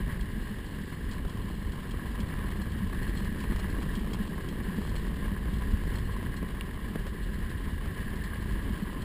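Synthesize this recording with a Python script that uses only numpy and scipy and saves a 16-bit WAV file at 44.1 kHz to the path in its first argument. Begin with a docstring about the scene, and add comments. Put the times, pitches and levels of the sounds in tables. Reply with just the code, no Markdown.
"""Sled runners grind, hiss and sing over packed snow, heard from a camera in a plastic case on a dog sled.
Filtered noise and grains make the grinding, the powder spray and the drumming frame.
Decaying noise and modes make the rut thuds, crunches, knocks and metal ticks; slow-changing noise makes the wind.
The case adds a hollow resonance, and a low-rate sample and hold mirrors the sound into a thin treble fizz."""
import sys
import numpy as np
from scipy import signal
from scipy.fft import irfft, next_fast_len
from scipy.io import wavfile
from scipy.ndimage import uniform_filter1d

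SR = 44100
rng = np.random.default_rng(int(sys.argv[2]) if len(sys.argv) > 2 else 0)


def materialize(psi):
    """Save the field psi as 16-bit PCM at rate SR to the path in sys.argv[1].

    A 1-D psi becomes a single channel; in a 2-D psi each row is a channel.
    """
    bounded = np.clip(np.atleast_2d(psi).T, -1, 1)
    quanta = np.round(bounded * 32767).astype(np.int16)
    wavfile.write(sys.argv[1], SR, quanta)


N = 398663
TIME = np.arange(N) / SR  # s

# All levels in the tables are relative; some layers add a trim.
# grinding under the runners: (time [s], level [dB])
GRIND_CURVE = [(0.0, -48.5), (0.36, -53.8), (1.08, -53), (1.27, -50), (1.63, -52), (2.35, -48), (3.25, -54),
               (3.8, -49), (3.98, -51), (6.87, -50), (7.05, -51.5), (7.23, -53), (8.68, -48.5), (9.04, -49)]
# spectrum of the grinding: (frequency [Hz], density [dB per Hz])
RUNNER_SPECTRUM = [(150, -23.5), (500, 5), (700, 0.5), (900, 5.5), (1350, 1), (2000, -3), (2320, 1.5),
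                   (2430, -10), (3000, -1), (4500, -23), (6000, -33)]
# hollow resonance of the case: (frequency [Hz], width of one filter pass [Hz], level [dB])
CASE_RESONANCE = (1033, 168, -4)
# a runner bites into the snow and scrapes harder for a moment: (time [s], extra drag [dB])
BITE_EVENTS = [(0.1, 3), (1.11, 2), (2.42, 3.5), (3.02, 2), (3.75, 1), (5.94, 1), (7.5, 2.5), (8.33, 0.5)]
# faint singing of the runners as they stick and slip: (time [s], level [dB])
SING_CURVE = [(0.0, -49.5), (0.9, -51), (1.27, -53.5), (2.35, -50), (2.89, -50.5), (3.07, -47), (3.8, -48),
              (4.16, -53), (4.34, -49.5), (5.6, -50), (5.79, -48.5), (6.87, -51), (8.32, -48), (9.04, -51)]
# resonances of the singing runners: (frequency [Hz], width of one filter pass [Hz], level [dB])
SING_RESONANCES = [(1663, 214, 0.5), (1837, 380, 1)]
# drag of the snow, which throws up spray and crumbs: (time [s], level [dB])
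DRAG_CURVE = [(0.0, -53), (0.72, -53), (1.27, -54.5), (1.45, -53.5), (2.35, -53.5), (3.8, -51.5),
              (4.7, -53.5), (4.88, -50.5), (5.24, -53.5), (5.97, -52), (6.15, -53.5), (6.51, -54.5),
              (7.05, -53.5), (7.23, -53.5), (8.14, -52.5), (9.04, -53)]
# spectrum of the thrown powder: (frequency [Hz], density [dB per Hz])
POWDER_SPECTRUM = [(800, -38), (2200, -20), (2550, -6), (2900, 3.5), (3250, -2), (3700, -4.5), (4100, -4.5),
                   (5000, -8.5), (5600, -14.5), (6000, -22.5)]
# roughness of the trail, which shakes the frame: (time [s], level [dB])
SHAKE_CURVE = [(0.0, -39.5), (0.54, -40.5), (0.72, -39.5), (0.9, -40.5), (1.63, -40), (3.25, -37),
               (5.6, -38), (6.69, -40), (7.05, -39.5), (7.23, -40.5), (8.32, -39.5), (9.04, -38)]
# spectrum of the drumming frame: (frequency [Hz], density [dB per Hz])
FRAME_SPECTRUM = [(60, -17), (120, -8), (160, 0), (190, -1.5), (220, -4.5), (250, -6), (310, -10),
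                  (410, -11.5), (520, -20.5), (700, -30), (1200, -31), (4000, -72.5)]
# lowest mode of the frame: (frequency [Hz], width of one filter pass [Hz], level [dB])
FRAME_BOOM = (205.5, 41, -5.5)
# the sled lurches and its frame booms: (time [s], level [dB])
LURCH_EVENTS = [(0.794, -32), (2.196, -28), (2.822, -25.5), (3.211, -26.5), (3.287, -31), (3.97, -24.5),
                (4.198, -24), (4.677, -29), (4.778, -27.5), (5.102, -28), (5.314, -25), (5.73, -26.5),
                (8.701, -27.5), (8.822, -23.5)]
# runners strike ruts: (time [s], thud level [dB], clack level [dB])
RUT_EVENTS = [(0.078, -17.5, -46), (1.249, -22, -36), (2.338, -21, -46), (2.671, -19, -44),
              (2.928, -20, -35.5), (3.015, -16, -40), (3.092, -19, -48), (3.439, -16, -35),
              (3.521, -13.5, -32.5), (3.785, -18, -35), (4.116, -19, -42), (4.38, -22, -39),
              (4.513, -20, -48), (4.783, -14.5, -45), (6.267, -17.5, -43), (6.426, -13.5, -36),
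              (6.801, -34, -41), (6.955, -14, -31.5), (7.066, -35, -34.5), (7.856, -18, -34)]
# spectrum of a woody clack: (frequency [Hz], density [dB per Hz])
CLACK_SPECTRUM = [(150, -7), (350, -3.5), (550, -3), (750, -8.5), (1060, 0.5), (1400, -11), (2500, -14),
                  (5500, -27.5)]
# a loose joint knocks once against the case: (time [s], level [dB])
KNOCK_EVENTS = [(0.786, -36.5), (1.995, -35), (2.929, -36), (3.067, -32), (3.773, -39), (4.38, -31.5),
                (5.364, -30.5), (6.096, -35), (6.955, -32), (8.333, -30)]
# modes of a knock: (frequency [Hz], level [dB], 60 dB decay [s])
KNOCK_RING = [(420, -4, 0.013), (1100, -3, 0.024), (1670, -2, 0.031), (1910, -11, 0.01)]
# crust breaks and shakes the fittings: (time [s], level [dB], metal ring relative to crunch [dB])
CRUNCH_EVENTS = [(0.21, -46, -13), (0.895, -51, -15), (1.112, -43, -7), (1.13, -46, -12),
                 (1.2955, -47, -10), (1.7194, -48, -6), (2.0677, -50, -6), (2.202, -41, -11),
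                 (2.513, -45, -11), (2.6174, -49, 4), (3.029, -48, 2), (3.0783, -44.5, -8),
                 (3.1732, -42, -3), (3.245, -44, -9), (3.387, -47, -8), (3.404, -43, -12),
                 (3.5613, -43, -12), (3.5942, -44.5, 0), (3.70, -48, -1), (3.8242, -43, -16),
                 (3.953, -42.5, -10), (4.133, -38.5, -17.5), (4.4864, -41.5, -20), (4.762, -49, -8),
                 (4.892, -48, -1), (4.962, -42, -2), (5.5363, -45.5, -10), (5.9565, -46, 2),
                 (5.9844, -45, -6), (6.3657, -49, 5), (7.066, -47.5, -9), (7.3407, -49, -6),
                 (7.4964, -46, -14), (8.1554, -47, -6), (8.2387, -44, -7), (9.019, -44.5, -4)]
# spectrum of breaking crust: (frequency [Hz], density [dB per Hz])
CRUST_SPECTRUM = [(500, -16), (1800, -1), (3200, 5.5), (4300, 3), (5200, 1.5), (6000, -8)]
# the hardware colours each crunch: (frequency [Hz], width [Hz], lift [dB])
HARDWARE_PEAKS = [(2210, 23, 13.5), (3255, 92, 12), (3620, 100, -14), (4230, 41, -13)]
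# modes of the metal fittings: (frequency [Hz])
FITTING_MODES_HZ = [3234, 4222, 5513]
# strength of those modes, one row each: (level [dB], 60 dB decay [s])
FITTING_DECAYS = [(-8, 0.096), (2, 0.08), (-15, 0.11)]
# something small and hard, like a chip of ice, hits the case: (time [s], level [dB])
CHIP_EVENTS = [(6.6103, -33)]
# modes of the case struck by a chip: (frequency [Hz], level [dB], 60 dB decay [s])
CHIP_RING = [(1900, -2, .006), (2320, 0, 0.0056), (2760, 3.5, 0.0069), (3300, -15, 0.0028)]
# wind on the case: (time [s], level [dB])
GUST_CURVE = [(0.0, -32), (0.9, -40.5), (1.08, -32.6), (1.81, -37.5), (1.99, -34), (2.71, -34.5),
              (3.07, -32), (3.8, -31.5), (4.34, -37), (5.06, -32.8), (5.24, -33), (5.79, -29.9),
              (6.51, -36.5), (7.59, -33), (7.96, -35.5), (8.68, -33), (8.86, -38), (9.04, -34.5)]
# spectrum of the wind: (frequency [Hz], density [dB per Hz])
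WIND_SPECTRUM = [(8, -17.5), (22, -4), (44, 0.5), (65, -3), (85, -5.5), (115, -10), (170, -22),
                 (400, -33.5), (1000, -94)]
# a strong eddy buffets the case: (time [s], extra wind [dB])
BUFFET_EVENTS = [(1.26, 3), (1.69, 5.5), (3.57, 4), (4.18, 2), (4.93, 4), (5.47, 2), (5.73, 3), (6.14, 2.5),
                 (6.27, 2), (7.86, 2.5), (8.54, 4.5), (8.69, 4.5)]

BITE_S, BUFFET_S = 0.082, 0.075  # lengths of the swells
CRUNCH_T60_S = 0.071
TUG_DB = 0.74  # rms swing as the team tugs unevenly
HOLD_HZ, EDGE_HZ = 12000, 15330  # sample-and-hold rate, upper band edge


def runners(load, trim_db=-2.5, rush_db=-1.2, load_db=2.0, grit_db=-2.0, judder_db=3.5):
    """Snow grains grind under the runners and sound through the hollow of the case."""
    friction = rng.standard_normal(N) + gain_of(grit_db) * grains(per_s=2500, spread_db=2.0)
    friction = friction * gain_of(load_db * load)
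    rush = gain_of(rush_db) * coloured(friction, RUNNER_SPECTRUM)
    hz, width, db = CASE_RESONANCE
    juddering = friction * gain_of(judder_db * waver(16, 94))
    hollow = gain_of(db) * resonate(juddering, hz, width)
    return gain_of(trim_db) * level(GRIND_CURVE) * swells(BITE_EVENTS, BITE_S) * (rush + hollow)


def singing(load, load_db=0.9, slip_db=2.0):
    """Stick and slip feeds two close resonances in short spurts."""
    slips = gain_of(load_db * load + slip_db * waver(18, 83))
    tone = np.zeros(N)
    for hz, width, db in SING_RESONANCES:
        tone += gain_of(db) * resonate(rng.standard_normal(N) * slips, hz, width)
    return level(SING_CURVE) * swells(BITE_EVENTS, BITE_S) * evened(tone)


def spray(load, trim_db=-4.0, load_db=-0.3, puff_db=1.17, grit_db=-15.0, bite_share=0.22):
    """Powder is thrown up in uneven puffs, more of it where a runner bites."""
    powder = rng.standard_normal(N) + gain_of(grit_db) * grains(per_s=1100, spread_db=5.0)
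    puffs = gain_of(load_db * load + puff_db * waver(15, 54))
    hiss = coloured(powder * puffs, POWDER_SPECTRUM)
    bites = swells(BITE_EVENTS, BITE_S) ** bite_share  # a share of the extra dB
    return gain_of(trim_db) * level(DRAG_CURVE) * bites * hiss


def frame(load, load_db=1.5, surge_db=1.5):
    """Small ridges in the trail drum on the frame, whose lowest mode booms in short surges."""
    bumps = grains(per_s=1100, spread_db=2.0) * gain_of(load_db * load)
    drumming = coloured(bumps, FRAME_SPECTRUM)
    hz, width, db = FRAME_BOOM
    surges = gain_of(surge_db * waver(4.5, 25))
    boom = gain_of(db) * resonate(rng.standard_normal(N) * surges, hz, width)
    return level(SHAKE_CURVE) * evened(drumming + boom)


def lurches(trim_db=-1.0, rise_s=0.007):
    """A lurch flexes the frame: its lowest mode swells and dies away."""
    t, out = np.arange(SR // 4) / SR, np.zeros(N)
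    swell = t / rise_s * np.exp(1 - t / rise_s)  # reaches 1 at rise_s
    detunes = rng.uniform(-0.074, 0.036, len(LURCH_EVENTS))  # fractions of the pitch
    for (s, db), detune in zip(LURCH_EVENTS, detunes):
        hz = FRAME_BOOM[0] * (1 + detune)
        add(out, s, gain_of(db + trim_db) * swell * np.sin(2 * np.pi * hz * t))
    return out


def ruts(thud_db=-10.5, clack_db=-1.0, thud_t60=0.052, clack_t60=0.04, rise_s=0.0013):
    """A rut, cushioned by snow, gives a low thud in the frame and a short woody clack."""
    t, thuds, clacks = np.arange(SR // 4) / SR, np.zeros(N), np.zeros(N)
    onset = 1 - np.exp(-t / rise_s)
    for s, soft_db, hard_db in RUT_EVENTS:
        add(thuds, s, gain_of(soft_db + thud_db) * onset * decay(t, thud_t60))
        add(clacks, s, gain_of(hard_db + clack_db) * onset * decay(t, clack_t60))
    thud_noise = coloured(rng.standard_normal(N), FRAME_SPECTRUM)
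    clack_noise = coloured(rng.standard_normal(N), CLACK_SPECTRUM)
    return thud_noise * thuds + clack_noise * clacks


def rattle(trim_db=-16.0):
    """Loose joints of the frame knock lightly; the rattle grows faster than the shaking."""
    shake = level(SHAKE_CURVE)
    taps = coloured(grains(per_s=70, spread_db=2.5), CLACK_SPECTRUM)
    return gain_of(trim_db) * shake * evened(shake) * taps


def knocks(trim_db=0.5, rise_s=0.00061):
    """One sharp push rings the hollow of the case for a few cycles."""
    t, out = np.arange(SR // 20) / SR, np.zeros(N)
    knock = ring(KNOCK_RING, t) * (1 - np.exp(-t / rise_s))
    for s, db in KNOCK_EVENTS:
        add(out, s, gain_of(db + trim_db) * knock)
    return out


def crunches(trim_db=-0.5, metal_db=-2.5, rise_s=0.001297):
    """Breaking crust gives way over a few milliseconds; the jolt sets metal fittings ringing."""
    t, bursts, metal = np.arange(SR // 3) / SR, np.zeros(N), np.zeros(N)
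    clink = fitting_ring(t)
    for s, db, ring_db in CRUNCH_EVENTS:
        onset = gain_of(db) * (1 - np.exp(-(t / rise_s) ** 2))
        add(bursts, s - rise_s, onset * decay(t, CRUNCH_T60_S))
        add(metal, s - rise_s, onset * gain_of(ring_db) * clink)
    crackle = coloured(grains(per_s=3000, spread_db=0.5), CRUST_SPECTRUM, HARDWARE_PEAKS)
    return gain_of(trim_db) * bursts * crackle + gain_of(metal_db) * metal


def crumbs(trim_db=-12.0, length_s=0.0051):
    """Small lumps of snow are crushed at random, in bursts of noise under smooth windows."""
    sizes = abs(grains(per_s=33, spread_db=1.0))
    window = signal.windows.hann(round(3 * length_s * SR))
    bursts = signal.oaconvolve(sizes, window)[:N]
    crackle = coloured(rng.standard_normal(N), CRUST_SPECTRUM, HARDWARE_PEAKS)
    return gain_of(trim_db) * level(DRAG_CURVE) * evened(bursts * crackle)


def jingle(trim_db=-20.0):
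    """The fittings tick faintly all along the trail, each tick ringing their modes."""
    clink = fitting_ring(np.arange(SR // 3) / SR)
    ticks = signal.oaconvolve(grains(per_s=7.8, spread_db=-0.5), clink)[:N]
    return gain_of(trim_db) * level(DRAG_CURVE) * evened(ticks)


def chips(trim_db=6.0, rise_s=0.00016, bounce_s=0.00285, bounce_db=-16.0):
    """A hard chip strikes the modes of the case: a dry tick with one small bounce."""
    t, out = np.arange(SR // 20) / SR, np.zeros(N)
    tick = ring(CHIP_RING, t) * (1 - np.exp(-(t / rise_s) ** 2))
    for s, db in CHIP_EVENTS:
        add(out, s, gain_of(db + trim_db) * tick)
        add(out, s + bounce_s, gain_of(db + trim_db + bounce_db) * tick)
    return out


def wind(steady_s=0.21, steadiness=0.35):
    """Eddies push on the case with a fairly even force; a few buffet it harder."""
    air = coloured(rng.standard_normal(N), WIND_SPECTRUM)
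    power = abs(uniform_filter1d(air ** 2, round(steady_s * SR))) + 1e-6
    steadied = evened(air / power ** (steadiness / 2))  # partly evens out the force
    return level(GUST_CURVE) * swells(BUFFET_EVENTS, BUFFET_S) * steadied


def gain_of(db):
    """Turns dB into an amplitude factor."""
    return 10 ** (np.asarray(db) / 20)


def evened(x):
    """Scales to rms 1."""
    return x / np.sqrt(np.mean(x ** 2) + 1e-20)


def level(rows):
    """Turns a dB curve into a gain for every sample."""
    return gain_of(np.interp(TIME, *np.transpose(rows)))


def swells(rows, length_s):
    """A gain that swells smoothly for a moment at each (time [s], lift [dB])."""
    return gain_of(sum(db * np.exp(-(2 * (TIME - s) / length_s) ** 2) for s, db in rows))


def decay(t, t60):
    """An exponential decay that falls 60 dB in t60 seconds."""
    return gain_of(-60 * t / t60)


def add(mix, s, sound):
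    """Mixes a sound in at time s."""
    part = mix[max(round(s * SR), 0):][:len(sound)]
    part += sound[:len(part)]


def coloured(x, points, peaks=(), size=8192):
    """Causal minimum-phase filter from a spectrum plus resonances; the result has rms 1."""
    hz = abs(np.fft.fftfreq(size, 1 / SR))
    f, value = np.transpose(points)
    db = np.interp(np.log(hz + 1), np.log(f + 1), value)
    for centre, width, lift in peaks:
        db = db + lift / (1 + (2 * (hz - centre) / width) ** 2)
    # the Hilbert transform of the log gain gives the minimum phase
    response = np.exp(np.conj(signal.hilbert(np.log(gain_of(db)))))
    taps = np.fft.ifft(response).real
    return evened(signal.oaconvolve(x, taps[:size // 2])[:N])


def resonate(x, hz, width):
    """Two passes of a resonance give steep skirts; the result has rms 1."""
    b, a = signal.iirpeak(hz, hz / width, fs=SR)
    once = signal.lfilter(b, a, x)
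    return evened(signal.lfilter(b, a, once))


def waver(slow_hz, fast_hz):
    """Random drift of rms 1, equally strong in each octave between two rates."""
    hz = np.fft.rfftfreq(next_fast_len(N), 1 / SR) + 1e-6
    shape = 1 / np.sqrt(hz * (1 + (slow_hz / hz) ** 4) * (1 + (hz / fast_hz) ** 4))
    phases = np.exp(2j * np.pi * rng.random(len(hz)))
    return evened(irfft(shape * phases)[:N])


def grains(per_s, spread_db):
    """Random clicks of either sign with exponentially spread dB sizes; the result has rms 1."""
    size = gain_of(spread_db * np.minimum(rng.exponential(1, N), 4))
    sign = rng.choice([-1, 1], N)
    strikes = rng.random(N) < per_s / SR
    return evened(size * sign * strikes)


def ring(modes, t):
    """The dying modes of a struck thing."""
    return sum(gain_of(db) * decay(t, t60) * np.sin(2 * np.pi * hz * t) for hz, db, t60 in modes)


def fitting_ring(t):
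    """The dying modes of the metal fittings."""
    return ring(np.column_stack([FITTING_MODES_HZ, FITTING_DECAYS]), t)


def scene():
    """One wavering load from the uneven trail drives the runners, their singing, the spray and the frame."""
    load = waver(8, 79)
    tugs = gain_of(TUG_DB * waver(2.6, 7.4))  # the snow hisses harder with each tug
    glide = tugs * (runners(load) + singing(load) + spray(load))
    sled = frame(load) + lurches() + ruts() + rattle() + knocks() + jingle()
    snow = crunches() + crumbs() + chips()
    return (glide + sled + snow + wind())[None]


def record(dry):
    """Sample and hold mirrors the spectrum above half the hold rate; then a low-pass limits the band."""
    slow = signal.resample_poly(dry, HOLD_HZ, SR, axis=1)
    steps = np.repeat(slow, 4, axis=1)  # each sample is held for four
    held = signal.resample_poly(steps, SR, 4 * HOLD_HZ, axis=1)[:, :N]
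    low_pass = signal.firwin(511, EDGE_HZ, window=("kaiser", 9), fs=SR)
    return signal.oaconvolve(held, low_pass[None], "same")


dry = scene()
out = record(dry)
materialize(out)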